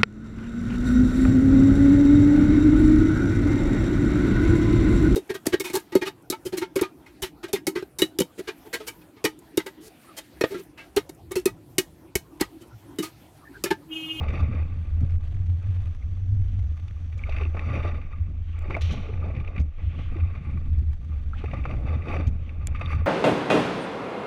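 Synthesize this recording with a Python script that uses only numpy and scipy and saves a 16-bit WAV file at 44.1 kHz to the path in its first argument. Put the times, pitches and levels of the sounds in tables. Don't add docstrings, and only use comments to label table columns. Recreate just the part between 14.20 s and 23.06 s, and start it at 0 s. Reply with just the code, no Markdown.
import sys
import numpy as np
from scipy import signal
from scipy.fft import rfft, irfft, next_fast_len
from scipy.io import wavfile
from scipy.ndimage import uniform_filter1d

SR = 44100
rng = np.random.default_rng(int(sys.argv[2]) if len(sys.argv) > 2 else 0)


def file_out(sig):
    cols = np.atleast_2d(sig).T
    lim = np.clip(cols, -1, 1)
    pcm = np.round(lim * 32767).astype(np.int16)
    wavfile.write(sys.argv[1], SR, pcm)


N = 390726
TIME = np.arange(N) / SR

# time in seconds, level in dB.
SEAM_LEVEL = [(0, -84), (1.5, -78.5), (2.0, -77), (3.5, -76.5), (3.9, -84.5), (6.3, -86.5), (6.9, -82),
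              (8.86, -86.5)]
CRACKLE_LEVEL = [(0, -54), (.1, -56), (.2, -49), (.3, -66), (.7, -71), (.8, -55), (1.35, -60), (1.65, -54),
                 (1.85, -68.5), (2.65, -54.5), (3.0, -76), (3.9, -77.5), (5.5, -76), (6.6, -58),
                 (8.3, -65.5), (8.7, -49)]
HISS_LEVEL = [(0, -75.5), (.6, -59.5), (.92, -61.5), (.98, -71), (1.04, -56), (1.2, -62.5), (1.6, -56.5),
              (1.85, -62.5), (2.4, -61.5), (3.2, -60.5), (3.8, -66), (5.3, -68.5), (6.5, -62.5),
              (7.45, -62), (8.2, -67), (8.86, -64.5)]
ROAR_LEVEL = [(0, -32.5), (.5, -36.5), (1.1, -44.5), (2.3, -44), (2.7, -49.5), (3.6, -42), (4.3, -48.5),
              (4.9, -48), (6.5, -37.5), (7.05, -47), (7.35, -35.5), (8, -39), (8.35, -45), (8.6, -35),
              (8.86, -40)]
DRONE_LEVEL = [(0, -27), (1.5, -22), (1.95, -26), (2.3, -24.5), (2.7, -29.5), (3.4, -28), (4.4, -31.5),
               (6.2, -29.5), (6.6, -31), (7.2, -30), (8.86, -32)]
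# frequency in Hz, relative spectral density in dB.
CRACK_SPECTRUM = [(700, 7), (2200, 8), (3700, -1.5), (5200, -8), (6400, -8), (8000, -15.5), (10800, -16.5),
                  (15000, -34)]
TICK_SPECTRUM = [(1500, -27), (2300, 9), (4000, -7), (7400, -6), (9500, -3), (10500, -15), (12000, -10),
                 (15000, -7)]
RATTLE_SPECTRUM = [(1000, -7.5), (2500, 2), (3600, 1.5), (5200, -3), (6400, -1), (8000, -12), (11000, -18),
                   (15000, -27.5)]
CLANK_SPECTRUM = [(500, -14), (1200, -6), (2000, -2), (3000, 4.5), (4200, -3), (5000, -15), (5800, -5.5),
                  (7800, -27), (11000, -28.5), (15000, -43)]
SWISH_SPECTRUM = [(600, -19), (1500, -3), (2300, -1.5), (3100, 1.5), (4000, -11.5), (5000, -21.5),
                  (6000, -20), (9000, -37)]
HISS_SPECTRUM = [(150, -2.5), (300, 3.5), (520, 1), (950, 2), (1180, -6), (1700, -1.5), (2400, -7),
                 (3500, -6), (4100, -14.5), (4550, -12), (5200, -24), (6100, -21.5), (8000, -24.5),
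                 (11000, -28.5), (15000, -42)]
ROAR_SPECTRUM = [(85, -19.5), (115, 7), (150, 0), (200, -5), (280, -10), (400, -27), (800, -41)]
SWAY_SPECTRUM = [(12, -11), (20, 1), (27, -11), (38, -10.5), (50, -13), (64, -5), (80, -24), (100, -38)]
# start in seconds, level in dB.
SQUEAKS = [(.61, -80.5), (4.9, -84.5), (8.075, -82)]
CRACKS = [(0.807, -52), (.84, -62), (0.906, -51), (0.921, -53), (0.94, -50), (1.146, -55), (1.299, -48.5),
          (1.657, -48), (1.71, -57), (1.748, -51), (2.199, -53), (2.392, -49), (2.683, -66), (6.721, -57)]
PINGS = [(2.542, -58), (2.57, -55), (2.635, -62), (2.695, -60), (2.766, -53), (3.6, -33.5), (3.745, -40.5),
         (3.783, -43.5), (3.933, -41), (5.027, -35.5), (8.548, -35.5), (8.629, -38), (8.731, -31)]
TICKS = [(4.391, -44.5), (4.424, -53), (8.4713, -20.5)]
# frequency in Hz, gain in dB, 60 dB decay (t60) in seconds.
TICK_MODES = [(2400, -15, .016), (2950, -18, .014), (3400, -19, .014), (4650, -19, .01), (5900, -15, .011),
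              (6600, -14, .009), (7450, -3, .007), (8400, -13, .009), (10500, -11, .004)]
FRAME_MODES = [(3020, -2.5, .4), (3180, -4, .45), (4076, -11, .5), (5580, -14, .5), (6698, -9, 0.19)]
FRAME_BAND_HZ = [1800, 9000]
# start in seconds, pitch in Hz, level in dB, t60 in seconds, glide in octaves.
KNOCKS = [(1.821, 1980, -47.5, 0.042, 1.2), (2.991, 2340, -38.5, .023, -0.15),
          (3.037, 2366, -31.5, 0.022, -0.36), (3.089, 663, -34.5, 0.074, -1.65),
          (3.21, 460, -31.5, 0.12, -1.86), (3.254, 348, -36, .09, -0.15), (4.544, 2168, -21, 0.012, -0.09),
          (4.549, 2210, -22, 0.023, 0.2), (4.566, 730, -28, 0.061, -0.67), (4.891, 406, -34, 0.066, 0.3),
          (5.1, 678, -35, 0.037, -0.62), (5.958, 343, -31, 0.063, -0.4), (7.133, 1210, -36, 0.048, 1.44),
          (7.157, 759.8, -46, 0.065, 0.41), (8.659, 3574, -32, 0.014, 0.073),
          (8.817, 425, -37.5, .035, -.3)]
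# start in seconds, thump level in dB, rattle level in dB.
JOLTS = [(0.084, -40, -58), (0.181, -35, -61), (0.2, -25, -66), (0.801, -32, -62.5), (2.388, -22, -70),
         (2.475, -20.5, -70), (2.974, -48, -56.5), (3.647, -18.5, -75), (4.612, -36, -46),
         (4.719, -18, -50), (5.392, -13, -54.5), (5.408, -26, -64), (6.579, -18, -65), (7.55, -18, -66.5),
         (8.066, -21, -48.5), (8.082, -25, -75), (8.744, -18, -55)]
# start in seconds, level in dB, t60 in seconds.
CLANKS = [(4.61, -40.5, 0.91), (4.709, -40, 0.22)]
# time in seconds, level in dB, half width in seconds.
GIRDERS = [(2.322, -64.5, .05), (4.314, -60.5, 0.062), (5.673, -62.5, 0.099), (5.829, -54.5, 0.055),
           (7.192, -50, 0.015), (8.257, -64, 0.053)]
# time of full strength in seconds, hold in seconds, level in dB,
# bass boost in dB, fall in dB per second.
GUSTS = [(0, 0.11, 0.5, 2.5, 98.5), (0.104, 0.11, 3, -2, 48.5), (0.806, 0.035, -14, 4, 72.5),
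         (1.425, 0.22, -15, -4, 107), (2.553, 0.11, -20, -25, 62), (3.109, 0.099, 2.5, -6, 112),
         (3.458, 0.23, 4.5, -0.5, 118), (3.776, 0.18, -8, -8, 107), (4.4, .01, -5, -6.5, 87),
         (4.521, 0.071, 1, -0.5, 122), (4.71, 0.03, 0, 1.5, 42), (5.023, 0.04, -3.5, 5, 93),
         (5.16, 0.21, -6, 1.5, 202), (5.6, 0.26, -11, -3, 60.5), (5.915, 0.23, -6, -4, 35),
         (6.303, 0.039, -13.5, -17, 53), (6.945, 0.016, -11.5, -2, 115), (7.235, 0.28, -2, -5, 97),
         (7.52, 0.097, -10.5, 12.5, 95), (7.685, 0.11, -1.5, 2, 108), (7.913, 0.06, 5.5, 2, 111.5),
         (8.265, 0.043, -10, -1.5, 3), (8.673, 0.032, 7.5, -9.5, 102)]
BASS_FADE_HZ = [700, 1200]
# frequency in Hz, width in Hz, level in dB.
HOUSING_MODES = [(283, 160, -49), (468, 392, -44.5), (862.5, 95, -50.5), (1170, 160, -48),
                 (1400, 420, -55.5), (2050, 510, -52.5), (2350, 310, -52.5), (2558, 290, -54.5),
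                 (3600, 290, -65), (4584, 220, -72), (5780, 670, -76.5), (8800, 6700, -85)]
# start in seconds, level in dB, centre in Hz,
# spread in octaves, t60 in seconds.
EDDIES = [(0.01, -19.5, 740, 0.37, 0.028), (.082, -34, 2400, 0.49, 0.032), (0.101, -35, 2400, .6, 0.03),
          (0.153, -28, 2370, 0.14, 0.013), (2.68, -34, 3030, 0.28, 0.027), (2.924, -42, 2400, 0.5, 0.026),
          (3.093, -23, 2947, 0.19, 0.025), (3.119, -33.5, 2470, 0.49, 0.05),
          (3.163, -26, 2410, 0.54, 0.022), (3.183, -29, 2450, 0.5, 0.015), (3.209, -32, 2450, 0.24, 0.04),
          (3.233, -30.5, 2533, 0.25, 0.02), (3.251, -29.5, 2500, 0.19, 0.015),
          (3.342, -33.5, 560, 1, 0.053), (3.365, -28, 1020, 0.88, 0.054), (3.393, -22, 2000, 1, 0.013),
          (3.601, -41, 2200, 0.45, 0.023), (3.628, -37, 2280, 0.44, .05), (3.646, -31, 550, 0.92, 0.041),
          (3.814, -40, 2400, .5, 0.021), (3.982, -47, 2130, .3, 0.02), (4.454, -38.5, 571, 0.71, 0.036),
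          (4.497, -31.5, 453, 0.95, 0.032), (4.505, -26, 1300, 1.26, 0.025), (4.535, -33, 2350, .25, 0.023),
          (4.547, -31, 550, 0.75, 0.024), (4.565, -21.5, 493, 0.7, 0.021), (4.692, -37, 2400, 0.52, 0.025),
          (4.737, -36, 600, 1.1, 0.028), (4.777, -36, 2300, .5, .02), (4.885, -40, 2440, 0.28, 0.022),
          (4.936, -36.5, 2400, 0.23, 0.018), (5.058, -47, 500, 0.88, .03),
          (5.148, -39.5, 2410, 0.65, 0.028), (5.162, -40, 2395, 0.45, 0.041),
          (5.198, -38.5, 2480, 0.37, 0.039), (5.246, -36.5, 2100, 0.18, 0.021),
          (5.275, -28.5, 2457, 0.14, 0.022), (5.361, -36, 2450, 0.55, 0.025),
          (5.378, -30, 2340, 0.68, 0.033), (5.784, -43.5, 600, 2.4, 0.068), (5.964, -36, 2300, 0.43, 0.018),
          (5.98, -41, 447, 0.6, 0.041), (6.004, -35, 1470, 0.52, 0.015), (6.148, -41.5, 1800, 1.4, 0.05),
          (6.372, -33.5, 1510, 0.4, 0.02), (7.238, -27, 464, 0.88, 0.029), (7.256, -35, 2400, 0.28, 0.032),
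          (7.311, -35, 2400, 0.49, 0.024), (7.331, -28.5, 503, 1.34, 0.053), (7.438, -35, 2450, 0.27, .025),
          (7.452, -22, 1100, 0.8, 0.026), (7.509, -33, 2284, 0.75, 0.027), (7.82, -38, 2400, 0.22, 0.023),
          (7.868, -37, 399, 1.1, 0.017), (7.883, -35, 2440, 0.55, 0.024), (7.961, -36.5, 1510, 1.6, 0.031),
          (8.291, -34.5, 2542, 0.25, 0.022), (8.547, -32, 1979, .7, 0.025), (8.554, -34, 2403, 0.51, 0.055),
          (8.61, -26, 1710, 1.8, 0.038), (8.659, -34, 2700, 0.42, 0.013), (8.729, -34, 1700, 1.34, 0.024)]
# frequency in Hz, level in dB.
SLAP_REFERENCE = [(700, -45), (1200, -42.5), (2000, -45.5)]
# time and length in seconds, drone and roar levels in dB.
BENDS = [(.02, 0.049, -22.5, -61), (0.241, 0.041, -17.5, -34.5), (0.4, 0.052, -22, -51),
         (0.825, 0.05, -24.5, -32), (1.5, 0.033, -24.5, -50), (1.303, 0.018, -25.5, -49),
         (2.158, 0.074, -18.5, -41.5), (3.259, 0.14, -25.5, -64), (3.524, 0.061, -25, -28),
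         (3.673, 0.03, -15, -40), (4.018, 0.019, -22.5, -57), (4.104, .03, -46, -35),
         (4.522, 0.057, -45, -33.5), (4.643, 0.062, -17.5, -56), (4.756, 0.074, -21, -30.5),
         (4.96, 0.061, -23.5, -42), (5.077, 0.12, -35, -35.5), (5.182, 0.059, -36, -32.5),
         (5.399, 0.034, -36, -27), (5.68, 0.061, -24.5, -40), (5.959, 0.057, -41, -52),
         (5.807, 0.036, -50, -34), (6.03, 0.035, -18, -39), (6.369, 0.015, -22, -35),
         (6.533, 0.077, -22.5, -39), (6.699, 0.092, -19, -61), (6.974, 0.046, -23, -50),
         (7.571, 0.014, -17.5, -25.5), (7.742, 0.093, -22, -50), (7.99, 0.039, -26, -29.5),
         (8.081, 0.016, -18.5, -28), (8.362, 0.46, -38.5, -56), (8.702, 0.32, -27.5, -47)]
# time and length in seconds, depth in dB.
LULLS = [(0.494, 0.046, 6), (0.67, 0.078, 10.5), (1.002, .025, 12), (1.065, 0.019, 10), (1.426, 0.024, 16),
         (1.792, 0.09, 16.5), (2.57, 0.058, 8), (3.884, 0.091, 16), (4.863, 0.012, 16), (5.327, 0.072, 7),
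         (5.529, 0.092, 27), (6.213, 0.029, 18), (6.786, 0.11, 15), (7.467, 0.046, 9), (7.855, 0.032, 11)]
# time in seconds, level in dB.
SWINGS = [(.16, -29), (.88, -25), (1.2, -32), (1.6, -41), (1.97, -37), (2.32, -28), (3.101, -27.5),
          (4.17, -29.5), (4.43, -33.5), (5.95, -33), (6.599, -27), (7.08, -31.5), (7.52, -30.5),
          (8.45, -28.5)]
# time in seconds, frequency in Hz.
DRONE_PITCH = [(0, 77.7), (.55, 85.63), (.7, 78.7), (1.15, 87.33), (1.5, 91.57), (1.85, 80.43),
               (2.13, 98.4), (2.6, 82.4), (5.4, 81.1), (5.75, 76.6), (6.05, 82.27), (6.7, 76.44),
               (7.55, 73.45), (8, 79.35), (8.86, 83.1)]


def from_db(db):
    return np.exp(np.asarray(db) * (np.log(10) / 20))


def rms_one(x):
    return x / np.sqrt(np.mean(x ** 2) + 1e-20)


def in_time(curve):
    return np.interp(TIME, *np.transpose(curve))


def noise(spectrum):
    hz, db = np.transpose(spectrum)
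    size = next_fast_len(N)
    log_hz = np.log(np.maximum(np.arange(size // 2 + 1) * SR / size, 1))
    beyond = np.abs(log_hz - np.clip(log_hz, np.log(hz[0]), np.log(hz[-1])))
    gain = from_db(np.interp(log_hz, np.log(hz), db) - 40 * beyond)
    return rms_one(irfft(rfft(rng.standard_normal(size)) * gain, size)[:N])


def drift(rate_hz):
    step, settle = 40, 2000
    pole = np.exp(-2 * np.pi * rate_hz * step / SR)
    white = rng.standard_normal(N // step + settle + 2)
    slow = signal.lfilter([1], [1, -2 * pole, pole * pole], white)[settle:]
    rounded = rms_one(np.tanh(rms_one(slow) / 2))
    return np.interp(np.arange(N) / step, np.arange(len(slow)), rounded)


def rough_noise(spectrum, depth_db, rate_hz):
    return rms_one(noise(spectrum) * from_db(depth_db * drift(rate_hz)))


def resonant_noise(hz, width_hz):
    r = np.exp(-np.pi * width_hz / SR)
    section = [(1 - r * r) / 2, 0, (r * r - 1) / 2, 1, -2 * r * np.cos(2 * np.pi * hz / SR), r * r]
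    return rms_one(signal.sosfilt([section, section], rng.standard_normal(N)))


def ring(clicks, hz, t60):
    r, w = from_db(-60 / (t60 * SR)), 2 * np.pi * hz / SR
    return signal.lfilter([0, np.sin(w)], [1, -2 * r * np.cos(w), r * r], clicks + 1e-18)


def clicks_at(times, db):
    out = np.zeros(N)
    out[np.clip(np.round(np.asarray(times) * SR).astype(int), 0, N - 1)] = from_db(db)
    return out


def bursts(times, db, rise_s, t60):
    out = np.zeros(N + 2 * SR)
    for s, gain, rise, length in zip(*np.broadcast_arrays(times, from_db(db), rise_s, t60)):
        age = np.arange(int(length * SR)) / SR
        shape = (1 - np.exp(-(age / rise) ** 2)) * from_db(-60 * age / length)
        start = int(np.clip(s * SR, 0, N))
        out[start:start + len(age)] += gain * shape / shape.max()
    return out[:N]


def swell(s, length_s):
    return np.exp2(-np.minimum((2 * (TIME - s) / length_s) ** 2, 60))


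def squeaks(fundamental_hz=3060):
    phase = 2 * np.pi * fundamental_hz * TIME
    tone = np.sin(2 * phase) + from_db(-2) * np.sin(3 * phase)
    return bursts(*np.transpose(SQUEAKS), rise_s=0.03, t60=0.23) * tone


def seam_hiss():
    return from_db(in_time(SEAM_LEVEL)) * resonant_noise(hz=5920, width_hz=990)


def mount_crackle():
    place, size = rng.random((200, 2)).T
    slips = bursts(place * N / SR, 10 * size - 2.5, rise_s=0.00048, t60=0.012)
    cracks = bursts(*np.transpose(CRACKS), rise_s=0.00056, t60=0.013)
    return (from_db(in_time(CRACKLE_LEVEL)) * slips + cracks) * noise(CRACK_SPECTRUM)


def panel_pings(hz=1203, t60=0.053, scatter=0.0187):
    pitches = hz * (1 + rng.uniform(-scatter, scatter, len(PINGS)))
    return sum(bursts([s], [db], rise_s=0.0012, t60=t60) * np.sin(2 * np.pi * pitch * TIME)
               for (s, db), pitch in zip(PINGS, pitches))


def housing_ticks(crack_db=-8):
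    at, level_db = np.transpose(TICKS)
    impacts = clicks_at(at, level_db)
    modes = sum((-1) ** k * from_db(db) * ring(impacts, hz, t60)
                for k, (hz, db, t60) in enumerate(TICK_MODES))
    return modes + bursts(at, level_db + crack_db, rise_s=0.0001, t60=0.0083) * noise(TICK_SPECTRUM)


def knocks(wobble_rad=0.54, rough_db=2.5):
    out, chatter = np.zeros(N), wobble_rad * drift(150)
    for s, hz, db, t60, glide in KNOCKS:
        near = slice(int(s * SR), int((s + t60) * SR))
        pitch = hz * 2 ** (glide * (TIME[near] - s) / t60)
        phase = 2 * np.pi * np.cumsum(pitch) / SR + chatter[near]
        out[near] += bursts([s], [db], rise_s=0.0012, t60=t60)[near] * np.sin(phase)
    return out * from_db(rough_db * drift(130))


def mode_cloud(s, db, t60):
    place, phases = rng.random(size=(70, 2)).T
    low, high = FRAME_BAND_HZ
    hz = low * (high / low) ** place
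    age = np.arange(int(t60 * SR)) / SR
    gains = from_db(np.interp(hz, *np.transpose(CLANK_SPECTRUM)))
    gains = gains / np.sqrt(np.sum(gains ** 2) / 2)
    cloud = sum(gain * from_db(-60 * age / t60 * np.sqrt(f / 3000)) * np.sin(2 * np.pi * (f * age + p))
                for gain, f, p in zip(gains, hz, phases))
    return from_db(db) * np.pad(cloud, (int(s * SR), N))[:N]


def steel_clanks(modes_db=-13.5, cloud_db=-6, wash_db=-3):
    blows = clicks_at(*np.transpose(CLANKS)[:2])
    modes = sum(from_db(db + modes_db) * ring(blows, hz, t60) for hz, db, t60 in FRAME_MODES)
    cloud = sum(mode_cloud(s, db + cloud_db, t60) for s, db, t60 in CLANKS)
    wash_power = sum(bursts([s], [db + wash_db], rise_s=0.00082, t60=t60) ** 2 for s, db, t60 in CLANKS)
    return modes + cloud + np.sqrt(wash_power) * rough_noise(CLANK_SPECTRUM, depth_db=0.5, rate_hz=180)


def joint_jolts():
    at, thump_db, rattle_db = np.transpose(JOLTS)
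    thumps = ring(clicks_at(at, thump_db), hz=74.86, t60=0.32)
    thumps = signal.sosfilt(signal.butter(2, 200, fs=SR, output="sos"), thumps)
    shaking = bursts(at, rattle_db, rise_s=0.02, t60=0.028)
    return thumps + shaking * rough_noise(RATTLE_SPECTRUM, depth_db=3.5, rate_hz=200)


def wheels(roar_db, hiss_db):
    roar = from_db(roar_db) * rough_noise(ROAR_SPECTRUM, depth_db=4, rate_hz=21)
    hiss = from_db(hiss_db) * rough_noise(HISS_SPECTRUM, depth_db=2, rate_hz=74)
    passing = sum(from_db(db) / (1 + ((TIME - s) / half_s) ** 2) for s, db, half_s in GIRDERS)
    return roar + hiss + passing * noise(SWISH_SPECTRUM)


def airstream(calm_db=-23, rise_db_per_s=153):
    power = bass_power = from_db(calm_db) ** 2
    for s, hold_s, db, bass_db, fall_db_per_s in GUSTS:
        before_db = rise_db_per_s * np.maximum(s - TIME, 0)
        after_db = fall_db_per_s * np.maximum(TIME - s - hold_s, 0)
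        gust = from_db(db - np.minimum(before_db + after_db, 100)) ** 2
        power = power + gust
        bass_power = bass_power + gust * from_db(bass_db) ** 2
    return 10 * np.log10(power), 10 * np.log10(bass_power / power)


def eddy_slaps(hz, mode_db, gain_db=-5, focus_db=5, treble_db_per_octave=-4.5):
    at, level_db, centre_hz, spread, t60 = np.transpose(EDDIES)
    off_centre_db = focus_db * (np.log2(min(hz, 3000) / centre_hz) / spread) ** 2
    share_db = mode_db - np.interp(hz, *np.transpose(SLAP_REFERENCE))
    tilt_db = treble_db_per_octave * max(np.log2(hz / 2800), 0)
    return bursts(at, level_db - off_centre_db + share_db + tilt_db + gain_db, rise_s=0.1 * t60, t60=t60)


def wind(gain_db=-1.5, buffet_db=2.5, patchy_db=3, treble_growth=1.43):
    level_db, bass_db = airstream()
    shared_db = buffet_db * drift(18)
    sputter_at = rng.uniform(0, N / SR, size=300)
    out = np.zeros(N)
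    for hz, width_hz, mode_db in HOUSING_MODES:
        sputter = bursts(sputter_at, rng.uniform(-10, 1.6, len(sputter_at)), rise_s=0.00088, t60=0.0094)
        flutter = rms_one(np.hypot(from_db(shared_db + patchy_db * drift(71)), sputter))
        bass_share = np.interp(hz, BASS_FADE_HZ, [1, 0])
        drive_db = level_db * (treble_growth if hz > 4000 else 1)
        flow = from_db(drive_db + gain_db + mode_db + bass_share * bass_db) * flutter
        air = resonant_noise(hz, width_hz)
        even_air = air / np.sqrt(uniform_filter1d(air ** 2, size=180) + 0.03)
        out += flow * air + eddy_slaps(hz, mode_db) * even_air
    return out


def track_load(roar_share=0.33, hiss_share=0.18):
    drone_power = from_db(in_time(DRONE_LEVEL)) ** 2
    roar_power = from_db(in_time(ROAR_LEVEL)) ** 2
    for s, length_s, drone_db, roar_db in BENDS:
        press = swell(s, length_s)
        drone_power += press * from_db(drone_db) ** 2
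        roar_power += press * from_db(roar_db) ** 2
    lull_db = sum(db * swell(s, length_s) for s, length_s, db in LULLS)
    return (10 * np.log10(drone_power) - lull_db,
            10 * np.log10(roar_power) - roar_share * lull_db,
            in_time(HISS_LEVEL) - hiss_share * lull_db)


def seat_sway(rest_db=-34.5, swing_s=0.23):
    power = from_db(rest_db) ** 2 + sum(from_db(db) ** 2 * swell(s, swing_s) for s, db in SWINGS)
    return np.sqrt(power) * noise(SWAY_SPECTRUM)


def car_drone(level_db, gain_db=-0.8, wander_hz=6.53, evenness=0.91, throb_db=2.5, top_hz=107):
    phasor = (drift(wander_hz) + 1j * drift(wander_hz)) / np.sqrt(2)
    local_power = uniform_filter1d(np.abs(phasor) ** 2, size=1800) + 1e-4
    phasor = phasor / local_power ** (evenness / 2)
    phase = 2 * np.pi * np.cumsum(in_time(DRONE_PITCH)) / SR
    drone = np.real(phasor * np.exp(1j * phase)) * from_db(throb_db * drift(15))
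    through_seat = signal.sosfilt(signal.butter(8, top_hz, fs=SR, output="sos"), drone)
    return from_db(level_db + gain_db) * rms_one(through_seat)


def scene(notch_hz=932, notch_width_hz=170, notch_depth=0.73):
    drone_db, roar_db, hiss_db = track_load()
    airborne = wheels(roar_db, hiss_db) + wind() + seam_hiss() + joint_jolts() + steel_clanks()
    band = signal.lfilter(*signal.iirpeak(notch_hz, notch_hz / notch_width_hz, fs=SR), airborne)
    rumble = car_drone(drone_db) + seat_sway()
    small_parts = mount_crackle() + knocks() + panel_pings() + squeaks() + housing_ticks()
    return (airborne - notch_depth * band + rumble + small_parts)[None, :]


def record(dry, ceiling=0.36, stop_hz=16000):
    rounded = ceiling * np.tanh(dry / ceiling)
    return signal.sosfilt(signal.cheby2(14, 60, stop_hz, fs=SR, output="sos"), rounded)


dry = scene()
out = record(dry)
file_out(out)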